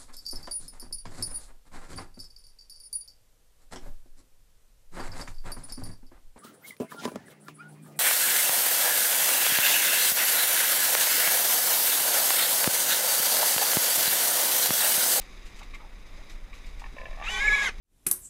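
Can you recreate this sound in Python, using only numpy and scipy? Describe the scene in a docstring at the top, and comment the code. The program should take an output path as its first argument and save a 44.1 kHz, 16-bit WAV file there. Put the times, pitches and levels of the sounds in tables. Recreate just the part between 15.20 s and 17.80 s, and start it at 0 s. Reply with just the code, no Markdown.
"""A wild hog, held by dogs in a swamp, gives a short hoarse cry, then a growl that rises into a squeal.
The squeal is a high whistle plus a lower buzz that jumps between about a quarter and a third of its pitch.
The growl is a rattle of knocks from the vocal folds; the cries and grunts are breath in the throat.
Sedge rustles and mud splashes under the animals. Behind them the swamp gives a soft hush,
and wind rumbles on the hand-held microphone."""
import sys
import numpy as np
from scipy import signal
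from scipy.fft import rfft, irfft
from scipy.io import wavfile
from scipy.ndimage import map_coordinates

SR = 44100
rng = np.random.default_rng(int(sys.argv[2]) if len(sys.argv) > 2 else 0)


def unload_wav(signal):
    """Save mono or channel-first audio to the path in sys.argv[1] as 16-bit WAV at rate SR, clipped to [-1, 1]."""
    wavfile.write(
        sys.argv[1],
        SR,
        np.round(np.clip(np.atleast_2d(signal).T, -1, 1) * 32767).astype(np.int16),
    )


N = 114660
T = np.arange(N) / SR

# Levels in the tables are relative: each compares with the others in its table. the squeal's whistle; before
# 2.0 s its faint low tone follows the growl's second resonance (t/s, f/Hz, level/dB, level of its octave/dB)
WHISTLE = [(1.78,1015,-51,-81),(1.93,1077,-67.5,-100),(2.04,1180,-50,-67),(2.062,1250,-62,-38),(2.08,1351,-37.5,-33),(2.102,1495,-53,-37.5),(2.15,1519,-42.5,-43.5),(2.185,1519,-41,-38.5),(2.205,1628,-31.5,-44),(2.225,1652,-30.5,-58),(2.27,1707,-24.5,-64),(2.297,1669,-26.5,-56),(2.33,1699,-23.5,-40),(2.38,1670,-32.5,-44),(2.425,1664,-27,-49),(2.46,1600,-33.5,-35),(2.478,1513,-31,-41.5),(2.496,1245,-44.5,-40),(2.52,991,-60,-79)]
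# force behind the squeal's harsh part (t/s, level/dB, roughness from 0 = smooth to 1 = full)
EFFORT = [(1.78,-40,0.31),(1.95,-45,0.85),(2.0,-40,0.82),(2.045,-8,0.79),(2.085,-8,0.77),(2.135,1.5,0.16),(2.185,1.5,0.3),(2.225,2,0.29),(2.285,2,0.28),(2.34,3.5,0.25),(2.40,0.5,0.44),(2.435,1,0.68),(2.472,1.5,0.52),(2.493,1,0.52),(2.515,-36,1.14)]
# when the buzz locks to the whistle (start t/s, length/s, boost of the tone above the whistle/dB)
LOCKS = [(2.205,0.034,2),(2.271,0.024,18),(2.326,0.029,9.5),(2.378,0.04486,6.5),(2.446,0.056,0.5)]
# tones that the buzz adds around each whistle harmonic (steps of the buzz pitch, level/dB)
SIDE_TONES = [(-1,-5.5),(1,1.5),(2,-2.5)]
# how the throat and open mouth shape the squeal (f/Hz, level/dB)
THROAT = [(200,-30),(420,-11.5),(580,-14.5),(840,-2.5),(1200,1.5),(1520,-9),(1900,0.5),(2105,-3),(2260,7),(2400,0.5),(2525,9.5),(2760,-10),(3400,-7.5),(3820,-3.5),(4210,-11),(4500,-17.5),(5050,-15),(6100,-17),(6740,-12.5),(7200,-17),(7800,-14.5),(8600,-28.5),(10400,-24.5),(13000,-33.5),(15000,-43)]
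# the closing mouth lowers the throat's resonances (t/s, frequency ratio)
MOUTH = [(2.44,0.95),(2.465,0.96),(2.495,.8)]
# boost or cut of the squeal's treble (t/s, level/dB)
TREBLE = [(2.03,-9.5),(2.11,3),(2.2,-2),(2.3,-2),(2.4,-0.5),(2.47,0.5)]
# the growl's knocks of the vocal folds (t/s, level/dB, brightness/dB)
KNOCKS = [(1.619,-32,-10),(1.64,-33,-1),(1.66,-37,-2.5),(1.766,-34.5,-3),(1.783,-35,3.5),(1.798,-36,-11),(1.814,-34.5,2),(1.833,-34.5,-14),(1.855,-33.5,6.5),(1.867,-37.5,-12),(1.885,-35.5,-13),(1.911,-37,-2),(1.928,-36,-1.5),(1.944,-39,-5),(1.973,-36,-6),(1.986,-34,-12),(1.998,-33,-2),(2.013,-27,-13),(2.024,-32,4)]
# the growl's two lowest resonances, moved by the jaw (t/s, first f/Hz, second f/Hz)
JAW = [(1.65,905,1063),(1.73,620,1035),(1.86,580,1010),(1.96,660,1084),(2.03,784,1190)]
# upper resonances of the half-closed mouth (f/Hz, width/Hz, level/dB)
GROWL_RESONANCES = [(1777,118,1.5),(2314,160,-2.5),(2635,230,-5),(3180,150,-21)]
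# hoarse cries (peak t/s, spread in time/s, level/dB)
CRIES = [(0.427,0.0087,-49.5),(0.547,0.009,-41.5),(0.609,0.0082,-55),(1.335,0.0051,-44.5)]
# the throat's resonances in a cry (f/Hz, base width/Hz, level/dB)
CRY_RESONANCES = [(1150,150,4),(2220,440,6.5),(2600,300,-35),(3780,240,-1.5)]
# low grunts (peak t/s, spread in time/s, level/dB, resonance f/Hz)
GRUNTS = [(0.417,0.01,-53,980),(0.609,0.0098,-51.5,880),(0.648,0.018,-54.5,740),(0.99,0.0086,-52,534),(1.02,0.004,-53.5,744),(1.747,0.0064,-47,198)]
# paws splashing in the mud (peak t/s, level/dB, decay/s)
SPLASHES = [(0.017,-47,0.0086),(0.261,-50.5,0.031),(.366,-52.5,0.024),(0.394,-50,0.01),(.436,-52.5,0.0064),(0.55,-49.5,0.012),(1.101,-50,0.031),(1.344,-54.5,0.045),(1.466,-53.5,0.022),(1.599,-51.5,0.024)]
# tone of the mud (f/Hz, level/dB)
SPLASH_TONE = [(300,-8),(1200,-2.5),(2300,6),(3800,0.5),(5200,-1.5),(7500,-3),(9000,-10.5),(13000,-13),(15000,-31)]
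# loudness of the rustling sedge (t/s, level/dB)
RUSTLE = [(0,-52.5),(.3,-55.5),(.45,-56),(.72,-60.5),(.9,-56),(1.08,-54.5),(1.26,-61),(1.38,-55.5),(1.75,-57.5),(2.0,-54.5)]
# tone of the rustling hiss, with its ringing peaks (f/Hz, level/dB)
RUSTLE_TONE = [(400,2),(850,-15),(1160,1.5),(1480,-15.5),(1900,1),(2300,2.5),(3050,-13),(3800,0.5),(4350,-14),(4950,-4),(5600,-13),(6250,-9),(7400,-17),(8700,-24.5),(10200,-18.5),(12500,-37.5),(15000,-31)]
# strength of the wind (t/s, level/dB)
WIND = [(0,-43),(.95,-40.5),(1.07,-39.5),(2.2,-36.5),(2.28,-31.5),(2.37,-40)]
# tone of the wind (f/Hz, level/dB)
WIND_TONE = [(8,-5),(18,-1.5),(28,4),(36,-4),(48,-15),(62,-16.5),(85,-27),(200,-31.5),(500,-72)]
# tone of the swamp's hush (f/Hz, level/dB)
SWAMP_TONE = [(70,1.5),(130,-13),(220,0),(330,-7.5),(600,-6.5),(1000,-8.5),(2500,-12),(5000,-29.5),(9000,-28),(15000,-33)]


def squeal(shimmer_db=5.5, treble_hz=4060):
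    """The hog whistles; overtones, a buzz and rasping breath pass its throat and make the sound harsh."""
    hz = curve(WHISTLE) * (1 + 0.003 * wobble(38.6))
    rough = np.clip(curve(EFFORT, column=2), 0, 1)
    mouth = curve(MOUTH)
    phase = phase_of(hz * (1 + 0.015 * rough * wobble(206)))
    whistle = overtones = 0
    for k in (1, 2):
        db = curve(WHISTLE, column=k + 1) + shimmer_db / 2 * rough * wobble(57)
        whistle += np.sqrt(2) * gain(db) * np.sin(k * phase)
    for k in range(3, 7):
        db = -35 + shimmer_db * rough * wobble(60)
        overtones += gain(db) * gain_at(THROAT, k * hz / mouth) * np.sin(k * phase)
    tones, locked_phase = buzz(hz, phase, rough, mouth, shimmer_db)
    harsh = gain(curve(EFFORT)) * (overtones + tones + rasp(locked_phase, rough, mouth, treble_hz))
    top = signal.sosfiltfilt(signal.butter(4, treble_hz, "high", fs=SR, output="sos"), harsh)
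    sounding = (T > EFFORT[0][0]) & (T < EFFORT[-1][0])
    return sounding * (whistle + harsh + (gain(curve(TREBLE)) - 1) * top)


def buzz(whistle_hz, whistle_phase, rough, mouth, shimmer_db, free_hz=415.1, jump_s=0.008):
    """A buzz, free or locked to a third of the whistle's pitch, mixes with it and makes new tones."""
    locked = boost_db = tones = 0
    for start, length, db in LOCKS:
        middle = start + length / 2
        locked = np.maximum(locked, np.clip(.5 + (length / 2 - np.abs(T - middle)) / jump_s, 0, 1))
        boost_db += db * swell(middle, length / 3)
    for hz, share, is_locked in ((free_hz, 1 - locked, False), (whistle_hz / 3, locked, True)):
        buzz_phase = phase_of(hz * (1 + 0.01972 * wobble(30.8) + 0.109 * rough * wobble(139)))
        for harmonic in range(9):
            for step, side_db in SIDE_TONES:
                if (harmonic == 0 and step < 1) or (is_locked and step == 2):
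                    continue
                db = -38.5 + side_db + shimmer_db * rough * wobble(69) + 3 * wobble(48)
                if is_locked and harmonic == step == 1:
                    db += boost_db
                phase = harmonic * whistle_phase + step * buzz_phase + rng.uniform(0, 2 * np.pi)
                phase += rough * wobble(134)
                throat = gain_at(THROAT, (harmonic * whistle_hz + step * hz) / mouth)
                tones += np.sqrt(share) * gain(db) * throat * np.sin(phase)
    # a faint tone an octave below the free buzz
    low_tone = gain(-55 + 2 * wobble(34)) * np.sin(phase_of(free_hz / 2 * (1 + 0.109 * wobble(67))))
    return tones + low_tone, buzz_phase


def rasp(buzz_phase, rough, mouth, pivot_hz, db_per_octave=2.5):
    """Breath hisses through the throat, pulsing with the buzz."""
    air = hiss([(hz, db + db_per_octave * np.log2(hz / pivot_hz)) for hz, db in THROAT])
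    lowered = map_coordinates(air, [np.cumsum(mouth)], mode="mirror")  # slower sounds deeper
    return gain(-30.5) * rough * lowered * (1 + 0.48 * np.cos(buzz_phase))


def growl():
    """Slow, uneven knocks of the vocal folds, each with a puff of air, ring the half-closed mouth."""
    first_hz, second_hz = curve(JAW), curve(JAW, column=2)
    low = bright_knocks = 0
    for at, db, bright_db in KNOCKS:
        i = int(at * SR)
        knock = 0.032 * noise() * fade(at, decay_s=0.015)  # the puff
        knock[i] += 1  # the click of the folds
        low += gain(db) * ring(knock, first_hz[i], width_hz=245)
        low += gain(db - 0.5) * ring(knock, second_hz[i], width_hz=89)
        bright_knocks += gain(db + bright_db) * knock
    high = sum(gain(db) * ring(bright_knocks, hz, width) for hz, width, db in GROWL_RESONANCES)
    return gain(33) * (low + high)


def cries_and_grunts():
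    """Short bursts of fluttering breath ring the throat: high for a cry, low for a grunt."""
    breath = noise() * gain(2.2 * wobble(200))
    hoarse = unit(sum(gain(db) * ring(breath, hz, width * 1.1) for hz, width, db in CRY_RESONANCES))
    out = hoarse * sum(gain(db) * swell(at, spread) for at, spread, db in CRIES)
    for at, spread, db, hz in GRUNTS:
        out += gain(db) * swell(at, spread) * unit(ring(breath, hz, width_hz=0.7 * hz))
    return out


def sedge():
    """Bodies push through the marsh grass, which hisses and snaps."""
    stems = noise() + gain(-7) * crackle(spread_db=11, per_second=2500)
    return unit(shape_tone(stems, RUSTLE_TONE)) * gain(curve(RUSTLE) + 1.5 * wobble(32))


def mud(rise_s=0.0037):
    """Paws press into the mud, which crackles and dies away."""
    press = sum(gain(db) * np.where(T < at, swell(at, rise_s), fade(at, decay))
                for at, db, decay in SPLASHES)
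    return unit(shape_tone(crackle(spread_db=2.5, per_second=3600), SPLASH_TONE)) * press


def brush_echo(sound, length_s=0.14):
    """The bushes scatter the sound into a short, soft echo."""
    tail = noise() * gain(-60 * T / length_s) * (T > .004)
    return gain(-13.5) * signal.fftconvolve(sound, tail / np.sqrt(np.sum(tail ** 2)))[:N]


def wind():
    """Moving air rumbles on the microphone."""
    return gain(curve(WIND)) * hiss(WIND_TONE)


def swamp():
    """The swamp gives a quiet, steady hush."""
    return gain(-56.5) * hiss(SWAMP_TONE)


def gain(db):
    """Turn decibels into a multiplier."""
    return 10 ** (np.asarray(db) / 20)


def unit(x):
    """Scale to an average power of one."""
    return x / np.sqrt(np.mean(x ** 2))


def curve(table, column=1):
    """One column of a table, joined by straight lines in time."""
    rows = np.array(table)
    return np.interp(T, rows[:, 0], rows[:, column])


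def phase_of(hz):
    """Add up a changing pitch into a wave's angle."""
    return 2 * np.pi * np.cumsum(hz) / SR


def gain_at(tone, hz):
    """How strongly a tone table passes these frequencies."""
    rows = np.array(tone)
    return gain(np.interp(np.log(np.maximum(hz, 1)), np.log(rows[:, 0]), rows[:, 1]))


def shape_tone(x, tone):
    """Filter a sound by a tone table."""
    return irfft(rfft(x) * gain_at(tone, np.fft.rfftfreq(N, 1 / SR)), N)


def noise():
    """White noise."""
    return rng.standard_normal(N)


def hiss(tone):
    """Noise shaped by a tone table."""
    return unit(shape_tone(noise(), tone))


def wobble(rate_hz):
    """A smooth random wiggle, about one in size."""
    return unit(signal.sosfilt(signal.butter(2, rate_hz, fs=SR, output="sos"), noise()))


def crackle(spread_db, per_second):
    """Tiny random snaps of unequal size."""
    snaps = np.sign(noise()) * (rng.random(N) < per_second / SR)
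    return unit(snaps * gain(spread_db * np.minimum(rng.exponential(size=N), 3)))


def ring(x, hz, width_hz):
    """A resonance: filter twice to keep the sound near one frequency."""
    peak = signal.iirpeak(hz, hz / width_hz, fs=SR)
    return signal.lfilter(*peak, signal.lfilter(*peak, x))


def swell(at, spread_s):
    """A bell-shaped rise and fall."""
    return np.exp(-.5 * ((T - at) / spread_s) ** 2)


def fade(at, decay_s):
    """A sudden start that dies away."""
    return (T >= at) * np.exp(-np.abs(T - at) / decay_s)


def scene():
    """The hog and the scuffle, with their echo, over the swamp's hush and the wind."""
    animals = squeal() + growl() + cries_and_grunts() + sedge() + mud()
    return (animals + brush_echo(animals) + swamp() + wind())[None]


def record(dry, top_hz=15200):
    """Cut off the highest treble."""
    return signal.sosfilt(signal.ellip(10, .2, 80, top_hz, fs=SR, output="sos"), dry)


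dry = scene()
out = record(dry)
unload_wav(out)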